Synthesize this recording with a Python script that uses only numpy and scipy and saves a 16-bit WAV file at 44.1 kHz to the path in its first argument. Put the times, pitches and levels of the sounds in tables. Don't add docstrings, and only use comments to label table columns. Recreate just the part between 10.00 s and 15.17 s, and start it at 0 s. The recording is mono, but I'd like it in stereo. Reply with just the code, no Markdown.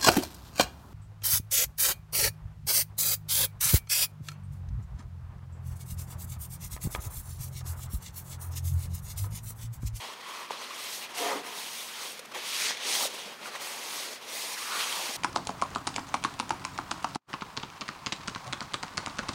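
import sys
import numpy as np
from scipy import signal
from scipy.fft import rfft, irfft, next_fast_len
from scipy.io import wavfile
from scipy.ndimage import uniform_filter1d, map_coordinates

SR = 44100
rng = np.random.default_rng(int(sys.argv[2]) if len(sys.argv) > 2 else 0)


def wrap_up_sound(samples):
    columns = np.atleast_2d(samples).T
    tamed = np.clip(columns, -1, 1)
    steps = np.round(tamed * 32767).astype(np.int16)
    wavfile.write(sys.argv[1], SR, steps)


N = 227850
HOP = 128

# frequency in Hz, relative density in dB per Hz.
ROOM_SPECTRUM = [(24, -30), (45, -25), (461, -4), (722, -6), (1020, -7.5), (1280, -5), (2510, -8),
                 (2920, -16.5), (4800, -13.5), (15500, -26)]
# frequency in Hz, peak level in dB before wavering.
HUM_PARTIALS = [(119, -66), (238, -62.5)]
# frequency in Hz, width in Hz, relative level in dB.
BENCH_MODES = [(277, 17, -2), (415.6, 12, 4.5), (467, 22, 2), (533, 11, -3), (670, 26, -7), (712, 15, 6),
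               (810, 27, -14), (941, 12, 2.5), (1008, 12, -6), (1200, 25, -29), (1220, 9.4, -2)]
# start in seconds, level in dB before the swing and puff gains,
# pitch in Hz, time to decay by 60 dB in seconds.
BENCH_PUSHES = [(1.349, -42.5, 290, 0.26), (1.47, -53, 310, 0.072), (3.258, -43, 201, 0.095),
                (4.971, -47, 183, 0.1), (5.091, -33, 252, 0.034)]
RIM_KNOCKS = [(0.5068, -13.5, 930, 0.0069), (0.5094, -33, 1110, 0.012), (0.5072, -27, 480, 0.019),
              (2.192, -36.5, 513, 0.031), (2.346, -29, 1080, .015), (2.359, -29.5, 865, 0.02),
              (2.364, -29, 500, 0.0082), (2.7073, -11.5, 870, 0.004), (3.034, -28.5, 1200, 0.016),
              (3.054, -19.5, 580, 0.013), (3.278, -26.5, 509, 0.011), (3.457, -33, 1420, 0.019),
              (3.552, -29, 1080, 0.014), (3.563, -30, 795, 0.011)]
SHEET_TICKS = [(0.0194, -31, 8000, .012), (0.5067, -43, 7000, 0.016), (2.1925, -22, 4200, 0.039),
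               (2.2564, -33, 7000, .02), (2.347, -28, 7000, .015), (2.7685, -28, 4000, .014),
               (2.7774, -33, 6000, .014), (3.6147, -38, 7000, .012)]
# start in seconds, level in dB before the swing and puff gains, pitch in Hz.
FOLD_SNAPS = [(0.507, -32, 2650), (0.6394, -33.5, 4040), (2.5642, -25.5, 4670), (2.6195, -21, 2460),
              (2.6384, -25, 4000), (2.6844, -24, 4440), (2.9405, -31, 4300), (2.9527, -18.5, 3260),
              (3.457, -35, 2670), (3.559, -26.5, 1940), (4.795, -29, 2800), (4.809, -26, 2710),
              (4.9255, -23.5, 3180)]
# frequency in Hz, relative density in dB per Hz.
FIBRE_SPECTRUM = [(880, -15), (1500, -17), (2470, -7.5), (2920, -25), (3180, -11.5), (3760, -3), (6750, -3),
                  (7520, -3), (8460, -4), (15500, -12.5)]
# frequency in Hz, width in Hz, lift in dB at a ringing share of 1.
FLANGE_MODES = [(1970, 280, 3.5), (3270, 310, 3), (4270, 140, 2.5)]
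# time in seconds, level of the swish in dB
STROKE_PRESSURE = [
    [(0.0, -55), (0.006, -46.5), (0.138, -50.5), (0.152, -59), (0.202, -61), (0.212, -47), (0.218, -58),
     (0.26, -51.5)],
    [(0.26, -61), (0.266, -52), (0.292, -47.5), (0.328, -49), (0.418, -47), (0.466, -52), (0.47, -60),
     (0.5, -56)],
    [(0.51, -43), (0.562, -49), (0.618, -44.5), (0.698, -48), (0.94, -38), (1.05, -46), (1.074, -61),
     (1.09, -70)],
    [(1.09, -56), (1.106, -50.5), (1.134, -56), (1.15, -42.5), (1.18, -35), (1.298, -38), (1.384, -46),
     (1.43, -57)],
    [(1.43, -64), (1.432, -54), (1.47, -46), (1.512, -47.5), (1.58, -41.5), (1.718, -42.5), (1.782, -41),
     (1.95, -45.5)],
    [(1.95, -45), (2.028, -40), (2.098, -43), (2.172, -51.5), (2.18, -49)],
    [(2.21, -64), (2.248, -64), (2.256, -49), (2.266, -75), (2.31, -70), (2.32, -47.5), (2.335, -65)],
    [(2.34, -51), (2.354, -44), (2.418, -45), (2.458, -38.5), (2.644, -29.5), (2.702, -31), (2.742, -40),
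     (2.77, -48)],
    [(2.77, -38), (2.79, -46.5), (2.844, -35.5), (2.912, -30), (3.034, -29.5), (3.068, -33), (3.094, -44.5),
     (3.11, -41)],
    [(3.11, -45), (3.132, -46.5), (3.146, -40.5), (3.174, -46.5), (3.186, -43.5), (3.32, -52.5),
     (3.328, -53), (3.39, -73)],
    [(3.39, -64), (3.414, -56), (3.418, -53.5), (3.472, -42.5), (3.508, -51.5), (3.558, -43), (3.585, -50)],
    [(3.585, -52), (3.619, -40), (3.815, -42.5), (3.971, -36.5), (4.123, -42.5), (4.159, -45.5),
     (4.169, -51), (4.19, -59)],
    [(4.19, -64), (4.21, -56), (4.216, -50), (4.262, -50), (4.288, -43), (4.372, -37), (4.536, -37),
     (4.57, -42.5)],
    [(4.57, -42), (4.582, -39), (4.688, -38.5), (4.814, -34), (4.852, -36), (5.13, -38), (5.166, -35)],
]
# time in seconds, hollow level in dB at usual pressure,
# hollow pitch in Hz, treble in dB over the swish at usual pressure.
BORE_CUPPING = [(0.05, -24, 990, -2), (0.35, -23, 1076, 0.5), (0.6, -24, 1030, -7), (0.8, -29.5, 1150, 1),
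                (0.93, -38.5, 990, -2), (1.05, -29, 990, 5), (1.18, -28, 1000, -4.5), (1.31, -18, 960, -4),
                (1.45, -25.5, 1000, 5.5), (1.65, -31.5, 950, -0.5), (1.8, -35, 970, 2.5),
                (2.04, -27.5, 1050, -2), (2.15, -42.5, 1100, 5), (2.28, -26, 1020, 4),
                (2.36, -27.5, 980, 0), (2.48, -29.5, 1070, -4.5), (2.6, -34, 1180, -9),
                (2.72, -35.5, 1080, -16), (2.9, -32.5, 970, -9.5), (3.05, -28, 990, -5.5),
                (3.25, -31.5, 940, -2), (3.39, -26.5, 1070, 8), (3.47, -26, 1080, -3),
                (3.56, -27.5, 1040, -4), (3.65, -29, 920, 1), (3.98, -31.5, 1030, -4),
                (4.35, -34, 1030, 0.5), (4.44, -32, 990, -4), (4.56, -29, 900, -2), (4.66, -27, 1210, -4),
                (4.76, -21, 1180, -4.5), (4.9, -27, 1160, -5), (4.98, -24.5, 900, -2),
                (5.09, -28, 980, -4.5), (5.16, -35.5, 1020, -5)]
# time in seconds, share of the flange's mode lift,
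# width of the hollow's resonance in Hz at usual pressure.
RINGING_FREEDOM = [(0, 1.8, 420), (.65, 1.1, 380), (.87, 1.3, 432), (1.05, 0.61, 500), (1.3, 1.6, 694),
                   (1.6, 0.6, 480), (2.1, 0.88, 620), (2.6, 0.57, 554), (4.0, 0.54, 513), (4.5, .7, 300),
                   (4.75, 0.44, 650), (5.16, .6, 580)]
# time in seconds, fold level in dB and finger pad level in dB
# (both at usual pressure and cupping), fold pitch in Hz.
FINGER_GRIP = [(0, -32.5, -40, 2740), (.45, -34, -37.5, 2530), (.8, -32.5, -36, 2930),
               (.98, -35, -36, 2800), (1.065, -26.5, -36, 2700), (1.1, -34.5, -29, 2600),
               (1.18, -31, -41, 2770), (1.35, -33, -28, 2400), (1.65, -32, -45, 3040),
               (1.95, -34.5, -47, 2900), (2.15, -33, -23, 2870), (2.28, -30.5, -29, 2600),
               (2.36, -29, -27, 2450), (2.48, -31, -45, 3070), (2.7, -29, -28.5, 2380),
               (2.9, -29, -33, 2800), (3.06, -34, -33.5, 2900), (3.25, -30, -29.5, 2880),
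               (3.52, -33, -32, 2450), (3.66, -33.5, -34.5, 2620), (3.98, -34.5, -31.5, 2500),
               (4.35, -33.5, -28, 2930), (4.5, -35, -36.5, 2440), (4.63, -33, -43, 2120),
               (4.74, -33.5, -41, 2600), (4.81, -28.5, -38, 2840), (4.9, -31, -38.5, 2900),
               (5.16, -32.5, -30.5, 2700)]
# centre in Hz, width in Hz.
MICROPHONE_DIP = (7460, 510)

ROOM_DB, ROOM_WAVER_DB = -50, 0.6
HUM_WAVER_DB = 2.5
RUMBLE_DB, RUMBLE_WAVER_DB = -64, 3
SKID_S, SKID_DB = 1.263, -35
SKID_HOLD_S, SKID_RISE_DB_PER_S, SKID_FALL_DB_PER_S = 0.066, 282, 220
SKID_TAIL_DB, SKID_TAIL_DB_PER_S = -41, 56
SNAP_T60_S = 0.011
USUAL_SWISH_DB, USUAL_CUP_DB = -40, -30
BODY_FOLLOWS = 0.54
TREBLE_FOLLOWS = 0.45
FOLD_CUPS, PAD_CUPS = 0.18, 0.89
WIDENS = 0.07
BASS_CORNER_HZ, TOP_HZ = 153, 15730


def amp(db):
    return 10 ** (np.asarray(db) / 20)


def unit(x):
    return x / np.sqrt(np.mean(np.abs(x) ** 2) + 1e-20)


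def along(points, hz):
    f, v = np.transpose(points)
    return np.interp(np.log(hz + 1), np.log(f + 1), v)


def curves(rows, t):
    s, *cols = np.transpose(rows)
    return [np.interp(t, s, c) for c in cols]


def wobble(rate):
    knots = rng.standard_normal(int(N * rate / SR) + 4)
    return map_coordinates(knots, [np.arange(N) * rate / SR])


def filtered(x, response):
    m = next_fast_len(N + SR // 2)
    hz = np.fft.rfftfreq(m, 1 / SR)
    return irfft(rfft(x, m) * response(hz), m)[..., :N]


def resonance(hz, centre_hz, width_hz):
    damping = 1j * hz * width_hz
    return damping / (centre_hz ** 2 - hz ** 2 + damping + 1e-9)


def slips(clump_db, spike_db):
    clumps = clump_db * (wobble(60) + wobble(400))
    catches = spike_db * rng.exponential(size=N)
    return unit(amp(clumps + catches) * rng.standard_normal(N))


def taps(rows, swing, puff):
    out = np.zeros(N + SR)
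    t = np.arange(SR // 5) / SR
    for s, db, hz, t60 in rows:
        b, a = signal.butter(1, [0.5 * hz, 1.8 * hz], "band", fs=SR)
        noise = unit(signal.lfilter(b, a, rng.standard_normal(len(t))))
        onset = 1 - np.exp(-t * hz * 0.71)
        shape = amp(db - 60 * t / max(t60, 0.002)) * onset
        out[round(s * SR):][:len(t)] += shape * (puff * noise - swing * np.sin(2 * np.pi * hz * t))
    return out[:N]


def workshop():
    t = np.arange(N) / SR
    air = unit(filtered(rng.standard_normal(N), lambda hz: amp(along(ROOM_SPECTRUM, hz))))
    air = amp(ROOM_DB + ROOM_WAVER_DB * wobble(3.23)) * air
    hum = np.zeros(N)
    for hz, db in HUM_PARTIALS:
        phase = 2 * np.pi * hz * t + 0.46 * wobble(3.98)
        hum += amp(db + 0.62 * wobble(3.9)) * np.sin(phase)
    hum = amp(HUM_WAVER_DB * wobble(3.7)) * hum
    rumble = unit(filtered(rng.standard_normal(N), lambda hz: resonance(hz, 189, 106) ** 2))
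    rumble = amp(RUMBLE_DB + RUMBLE_WAVER_DB * wobble(4.06)) * rumble
    return air + hum + rumble


def bench_pushes():
    return taps(BENCH_PUSHES, swing=1.86, puff=0.68)


def bench_response(hz):
    return sum((-1) ** k * amp(db) * resonance(hz, centre, width)
               for k, (centre, width, db) in enumerate(BENCH_MODES))


def skid():
    t = np.arange(N) / SR - SKID_S
    before = np.maximum(-t - SKID_HOLD_S / 2, 0)
    after = np.maximum(t - SKID_HOLD_S / 2, 0)
    main = amp(SKID_DB - SKID_FALL_DB_PER_S * after)
    tail = amp(SKID_TAIL_DB - SKID_TAIL_DB_PER_S * after)
    rise = amp(-SKID_RISE_DB_PER_S * before)
    grind = unit(filtered(slips(clump_db=2.0, spike_db=3.0), bench_response))
    return (main + tail) * rise * grind


def fold_taps():
    knocks = taps(RIM_KNOCKS, swing=2.27, puff=0.16)
    snaps = taps([(*row, SNAP_T60_S) for row in FOLD_SNAPS], swing=1.42, puff=0.45)
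    ticks = taps(SHEET_TICKS, swing=0.1, puff=0.23)
    return knocks + snaps + ticks


def towel():
    friction = slips(clump_db=0.37, spike_db=1.0)
    hz, t, z = signal.stft(friction, SR, nperseg=4 * HOP, noverlap=3 * HOP)
    f = hz[:, None]
    swish_db, = curves(np.vstack(STROKE_PRESSURE), t)
    cup_db, hollow_hz, treble_db = curves(BORE_CUPPING, t)
    fold_db, pad_db, fold_hz = curves(FINGER_GRIP, t)
    freedom, width_hz = curves(RINGING_FREEDOM, t)

    press = swish_db - USUAL_SWISH_DB
    cup = cup_db - USUAL_CUP_DB
    body_db = BODY_FOLLOWS * press
    width_hz = width_hz * amp(WIDENS * press)

    bright = np.clip(np.log2((f + 1) / 6000) / 1.2, 0, 1)
    treble_change_db = bright * (treble_db + TREBLE_FOLLOWS * press)
    swish = unit(amp(along(FIBRE_SPECTRUM, f))) * 1.0
    swish = swish * amp(swish_db + treble_change_db)
    fold = amp(2 * (fold_db + FOLD_CUPS * cup + body_db)) * np.abs(resonance(f, fold_hz, 2800)) ** 4
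    hollow = amp(2 * (cup_db + body_db)) * np.abs(resonance(f, hollow_hz, width_hz)) ** 4
    hollow = hollow * 500 / width_hz
    pad = amp(2 * (pad_db + PAD_CUPS * cup + body_db)) * np.abs(resonance(f, 494, 540)) ** 4
    power = swish ** 2 + fold + hollow + pad

    lift_db = sum(db * np.abs(resonance(f, centre, width)) ** 2 for centre, width, db in FLANGE_MODES)
    ring = amp(freedom * lift_db)
    creases = uniform_filter1d(rng.standard_normal(z.shape), size=8, axis=0)
    creases = uniform_filter1d(creases, size=10, axis=1)
    gain = np.sqrt(power) * ring * amp(1.34 * unit(creases))
    return signal.istft(z * gain, SR, nperseg=4 * HOP, noverlap=3 * HOP)[1][:N]


def scene():
    mono = workshop() + bench_pushes() + skid() + fold_taps() + towel()
    return np.array([mono, mono])


def record(dry):
    def response(f):
        bass = (1j * f / (BASS_CORNER_HZ + 1j * f)) ** 2
        dip = 1 - 1.4 * resonance(f, *MICROPHONE_DIP)
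        return bass * dip * (f < TOP_HZ)
    return filtered(dry, response)


dry = scene()
out = record(dry)
wrap_up_sound(out)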